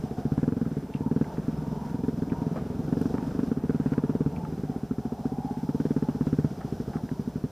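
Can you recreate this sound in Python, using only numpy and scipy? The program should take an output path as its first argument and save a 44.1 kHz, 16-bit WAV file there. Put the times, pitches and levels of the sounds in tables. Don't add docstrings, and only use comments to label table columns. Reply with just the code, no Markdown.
import sys
import numpy as np
from scipy import signal
from scipy.fft import rfft, irfft, next_fast_len
from scipy.io import wavfile

SR = 44100
rng = np.random.default_rng(int(sys.argv[2]) if len(sys.argv) > 2 else 0)


def master(y):
    cut = np.clip(np.atleast_2d(y).T, -1, 1)
    pcm = np.round(cut * 32767)
    wavfile.write(sys.argv[1], SR, pcm.astype(np.int16))


N = 331191
TIME = np.arange(N) / SR


def amp(db):
    return 10 ** (np.asarray(db) / 20)


def unit(x):
    return x / np.sqrt(np.mean(x ** 2) + 1e-20)


def curve(rows):
    return np.interp(TIME, *np.transpose(rows))


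def add(mix, start, sound):
    part = mix[max(round(start * SR), 0):][:len(sound)]
    part += sound[:len(part)]


def noise(tone):
    size = next_fast_len(N)
    hz, db = np.transpose(tone)
    colour = amp(np.interp(np.log(np.fft.rfftfreq(size, 1 / SR) + 1), np.log(hz), db))
    return unit(irfft(rfft(rng.standard_normal(size)) * colour, size)[:N])


def resonate(x, hz, width_hz):
    turn = np.exp(2j * np.pi * np.cumsum(hz * np.ones(len(x))) / SR)
    decay = np.exp(-np.pi * width_hz / SR)
    return 2 * (turn * signal.lfilter([1 - decay], [1, -decay], x / turn)).real


def wander(rate_hz):
    knots = np.arange(0, N / SR + 1, 1 / rate_hz)
    return unit(np.interp(TIME, knots, rng.standard_normal(len(knots))))


def cavity(resonances, s):
    return sum(gain * hz * width / (s * s + width * s + hz * hz) for hz, width, gain in resonances)


def tyre_rumble(level_db=-5.5, lumpy_db=0.04):
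    # frequency in Hz, relative level in dB.
    rumble_tone = [(20, -26), (45, -21), (75, -6), (110, -8), (160, 1), (250, -7.5), (330, -9),
                   (440, -10.5), (560, -18.5), (900, -19), (2000, -80)]
    # time in seconds, relative level in dB.
    rolling = [(0.1, -35), (0.55, -37.5), (0.81, -38.5), (3.11, -30.5), (3.76, -36), (4.23, -33.5),
               (4.38, -31.5), (4.66, -36.5), (5.07, -40), (5.54, -39.5), (6.38, -35.5), (6.91, -37.5),
               (7.45, -40.5)]
    return amp(curve(rolling) + level_db + lumpy_db * wander(rate_hz=8.3)) * noise(rumble_tone)


def tyre_scrub(level_db=-3, grip_db=-59.5, hoarse_db=-3.5):
    # middle in seconds, length in seconds, pitch in Hz, relative level in dB.
    slips = [(0.19, 0.36, 730, -46), (1.05, 0.29, 910, -47), (1.3, 0.18, 890, -45),
             (1.817, 0.53, 928, -45.5), (2.38, 0.19, 935, -43), (3.21, 0.13, 894, -44),
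             (4.01, 0.45, 950, -51), (4.404, 0.21, 870, -45.5), (4.755, 0.18, 747, -44),
             (5.167, 0.35, 734, -42.5), (5.453, 0.37, 798, -41.5), (5.733, 0.23, 894, -48),
             (6.1, 0.43, 840, -49), (6.637, 0.13, 755, -44), (6.97, 0.11, 782, -44), (7.13, 0.12, 940, -53)]
    middles, _, pitches, _ = np.transpose(slips)
    moan_hz = np.interp(TIME, middles, pitches)
    power = amp(grip_db) ** 2
    for middle, length, _, db in slips:
        power += (amp(db) * np.exp(-(2 * (TIME - middle) / length) ** 2)) ** 2
    moan, tread = rng.standard_normal((2, N))
    for _ in range(3):
        moan = resonate(moan, moan_hz, width_hz=135)
        tread = resonate(tread, hz=740, width_hz=420)
    return amp(level_db) * np.sqrt(power) * (unit(moan) + amp(hoarse_db) * unit(tread))


def grit_tick(start_s=3.0155, level_db=-38, fall_s=0.0007):
    t, out = np.arange(SR // 100) / SR, np.zeros(N)
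    add(out, start_s, amp(level_db) * np.exp(-t / fall_s) * rng.standard_normal(len(t)))
    return out


def loose_parts(level_db=-5):
    # start in seconds, relative level in dB, pitch in Hz, seconds to fade by 60 dB. The row at 3.935
    # s is a crack in the exhaust's bark; the others are rattles.
    knocks = [(0.653, -42, 1200, 0.044), (0.938, -42, 2600, 0.026), (.957, -48, 2630, 0.066),
              (1.243, -42, 1670, 0.024), (1.37, -41, 1210, 0.067), (2.297, -46, 2400, 0.037),
              (2.557, -27, 447, 0.25), (2.564, -38, 1190, 0.062), (2.578, -42, 1200, 0.075),
              (3.181, -35, 1200, 0.013), (3.935, -34.5, 1420, 0.019), (4.361, -44.5, 2270, 0.072),
              (4.45, -36.5, 1390, 0.018), (6.609, -39, 1300, 0.12), (6.932, -42.5, 1260, 0.23),
              (6.968, -39.5, 1270, 0.012), (7.091, -38, 1280, 0.014)]
    t, out = np.arange(SR // 6) / SR, np.zeros(N)
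    for start, db, hz, fade_s in knocks:
        width_hz = 400 + .15 * hz
        rattle = amp(-60 * t / fade_s) * rng.standard_normal(len(t))
        ring = resonate(resonate(rattle, hz, width_hz), hz, width_hz)
        add(out, start, amp(db + level_db) * 2 * ring / abs(ring).max())
    return out


def casing_and_chain(chugs, casing_db=10, chain_db=2.5, casing_throb=0.025, chain_throb=0.12):
    # frequency in Hz, relative level in dB.
    casing_tone = [(250, 6), (500, 4.5), (700, 5), (950, -8), (1120, -4.5), (1500, -6), (2000, -17.5),
                   (3000, -21.5), (4500, -34), (9000, -49)]
    chain_tone = [(1200, -20), (2200, -2), (3300, 8), (4600, 6.5), (5100, 12), (5400, 8.5), (5650, 10.5),
                  (5900, 9.5), (6100, 6.5), (6500, 4.5), (8000, -0.5), (15000, -3)]
    # time in seconds, relative level in dB.
    casing_levels = [(0.1, -56.5), (0.57, -57.5), (0.94, -61.5), (1.45, -54), (2.13, -59), (2.53, -54),
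                     (2.74, -56.5), (3.31, -54.5), (3.5, -56.5), (3.78, -55.5), (5.52, -62.5),
                     (5.95, -57.5), (7.45, -59)]
    chain_levels = [(0.1, -64.5), (0.86, -69), (1.49, -64.5), (2.88, -65.5), (3.03, -61.5), (3.38, -65),
                    (3.46, -61.5), (3.6, -70.5), (3.66, -65.5), (5.05, -67), (5.65, -65), (5.77, -63),
                    (7.45, -65)]
    cycles = np.interp(TIME, chugs[:, 0], np.arange(len(chugs)))
    swell = np.cos(2 * np.pi * (cycles - 0.2))
    restless_db = 0.8 * wander(rate_hz=15)
    churn = amp(curve(casing_levels) + casing_db + restless_db) * (1 + casing_throb * swell)
    sizzle = amp(curve(chain_levels) + chain_db + restless_db) * (1 + chain_throb * swell)
    return churn * noise(casing_tone) + sizzle * noise(chain_tone)


def valve_rasp(chugs, level_db=-27.5, delay_s=0.0013, rise_s=0.00026, fall_s=0.0044, echo_s=0.00927):
    # frequency in Hz, relative level in dB.
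    rasp_tone = [(250, -18), (450, 19), (650, -3), (900, 3), (1120, -2.5), (1400, 1), (1700, -3.5),
                 (2000, -18.5), (2700, -18), (4000, -28.5), (8000, -44)]
    t, bursts = np.arange(SR // 10) / SR, np.zeros(N)
    burst = (1 - np.exp(-t / rise_s)) ** 2 * np.exp(-t / fall_s)
    for start, db in chugs:
        rasp_db = 4.36 * db
        add(bursts, start + delay_s, amp(rasp_db) * burst)
        add(bursts, start + delay_s + echo_s, amp(rasp_db - 4) * burst)
    return amp(level_db) * bursts * noise(rasp_tone)


def firings(idle_db=-3.5, misfire_db=-13, misfire_above_hz=17.3, stumble_s=0.14, build_s=0.037):
    # time in seconds, cycles per second.
    speeds = [(0.0, 13.49), (0.27, 14.34), (0.51, 23.01), (0.88, 15.61), (1.17, 20.92), (1.29, 16.32),
              (1.49, 21.55), (2.14, 21.76), (2.28, 20.09), (3.47, 24.92), (3.58, 14.07), (3.74, 20.45),
              (3.82, 16.28), (4.5, 19.55), (4.87, 12.61), (4.99, 14.27), (5.65, 16.71), (5.83, 19.34),
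              (6.03, 15.94), (6.46, 17.42), (6.58, 13.26), (7.51, 11.99)]
    # opens and shuts in seconds, full strength of the burns in dB.
    pulls = [(0.237, 0.64, -1.5), (0.614, 0.79, -3), (0.897, 1.07, -3), (1.06, 1.24, -1.5),
             (1.989, 2.10, -1.8), (2.879, 3.08, -0.7), (3.347, 3.45, -0.1), (3.569, 4.29, -1.04),
             (4.935, 5.28, -2.5), (5.274, 5.64, -4), (5.656, 6.0, -1), (5.966, 6.17, -1),
             (6.14, 6.47, -1.38)]
    # time in seconds, strength in dB.
    odd_cycles = [(1.38, -2.5), (1.48, -2.5), (1.67, -3.5), (1.94, -3), (2.22, -2), (2.32, -0.5),
                  (2.42, -2.5), (2.70, -4.5), (2.79, -3.5), (3.14, -1), (3.18, -3.5), (3.23, -3.5),
                  (3.51, -1), (5.19, -14)]
    rate_hz = curve(speeds)
    cycle_count = np.floor(np.cumsum(rate_hz) / SR + .5)
    start_samples = np.flatnonzero(np.diff(cycle_count))
    starts = start_samples / SR
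    chance = rng.standard_normal(len(starts))
    uneven_db = 0.5 * chance
    starved = rate_hz[start_samples] > misfire_above_hz
    for _, shuts, _ in pulls:
        starved |= (starts > shuts) & (starts < shuts + stumble_s)
    starved_db = np.minimum(misfire_db + 5.5 * chance, idle_db)
    db = np.where(starved, starved_db, idle_db + uneven_db)
    for opens, shuts, full_db in pulls:
        held = (starts > opens) & (starts < shuts)
        opening = 1 - np.exp(-(starts[held] - opens) / build_s)
        db[held] = idle_db + (full_db - idle_db) * opening + uneven_db[held]
    for when, odd_db in odd_cycles:
        db[np.argmin(abs(starts - when))] = odd_db
    return np.transpose([starts, db])


def engine(chugs, level_db=23, edge_hz=246, draw_hz=69, gulp_db=1.0, base_period_s=0.059):
    # base pitch in Hz, width in Hz,
    # relative gain at the opening (a minus sign flips the wave).
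    muffler = [(56.3, 14, 0.51), (224.4, 57.4, -5), (278.7, 55.6, 5.5), (415, 63, 4), (482.7, 59, -2),
               (1380, 290, 0.65), (2340, 360, 0.29)]
    pipe = [(148.1, 24.3, -4)]
    airbox = [(69, 40, 0.21), (154, 36.4, -0.53), (217.4, 44, 0.4)]
    # time in seconds, relative level in dB.
    boom_levels = [(0, -1.5), (.35, 2), (.75, 0), (2.1, -0.5), (2.75, 4.5), (3.3, -4), (4.1, -2), (4.3, 4),
                   (4.7, -4), (6.15, -3.5), (6.45, 3.5), (6.65, -1), (7.51, 1)]
    size = 8192
    s = 1j * np.fft.rfftfreq(size, 1 / SR)
    t, out = np.arange(size) / SR, np.zeros(N)
    starts, strengths_db = np.transpose(chugs)
    booms = amp(np.interp(starts, *np.transpose(boom_levels)))
    for start, strength, period, boom in zip(starts, amp(strengths_db), np.gradient(starts), booms):
        speed = base_period_s / period
        puff_hz = edge_hz * strength ** 0.93 * speed ** 0.12
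        puff = strength / (1 + s / puff_hz) ** 2
        suction = 0.51 * speed / (1 + s / (draw_hz * speed)) ** 2
        eddies = .007 * rng.standard_normal(size) * np.exp(-t / .012)
        swirl = rfft(eddies) / (1 + s / edge_hz)
        hot_s = s / speed ** 0.093
        exhaust = (puff - suction + swirl) * (cavity(muffler, hot_s) + boom * cavity(pipe, hot_s))
        delay = np.exp(-2 * np.pi * s * 0.2518 * period)
        uneven = 1 + .2 * rng.standard_normal()
        gulp = amp(gulp_db) * speed ** 1.16 * uneven
        intake = gulp * delay * cavity(airbox, s)
        add(out, start, irfft(exhaust + intake))
    return amp(level_db) * out


def scene():
    chugs = firings()
    quad = engine(chugs) + valve_rasp(chugs) + tyre_rumble() + casing_and_chain(chugs)
    quad += tyre_scrub() + loose_parts() + grit_tick()
    return np.array([quad, quad])


def record(dry, floor_db=-64.2, hiss_db=-68, flicker_db=3.0, whistle_db=-83):
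    # frequency in Hz, relative level in dB.
    floor_tone = [(18, -44), (30, -8), (107, -13), (247, -13.5), (364, -15), (426, -20), (612, -21),
                  (881, -31), (978, -31), (1090, -30), (2700, -16), (10700, -15), (15000, -14.5)]
    hiss_tone = [(300, -50), (1500, 19.5), (4000, 2.5), (8000, 1.5), (15000, -10.5)]
    floor = amp(floor_db) * np.array([noise(floor_tone), noise(floor_tone)])
    hiss = amp(hiss_db + flicker_db * wander(rate_hz=10)) * noise(hiss_tone)
    whistle = amp(whistle_db) * unit(resonate(rng.standard_normal(N), hz=11990, width_hz=60))
    bass_cut = signal.butter(2, 24, "high", fs=SR, output="sos")
    treble_cut = signal.firwin(511, 15300, window=("kaiser", 9), fs=SR)
    heard = signal.sosfiltfilt(bass_cut, dry) + floor + hiss + whistle
    return signal.oaconvolve(heard, treble_cut[None], "same")


dry = scene()
out = record(dry)
master(out)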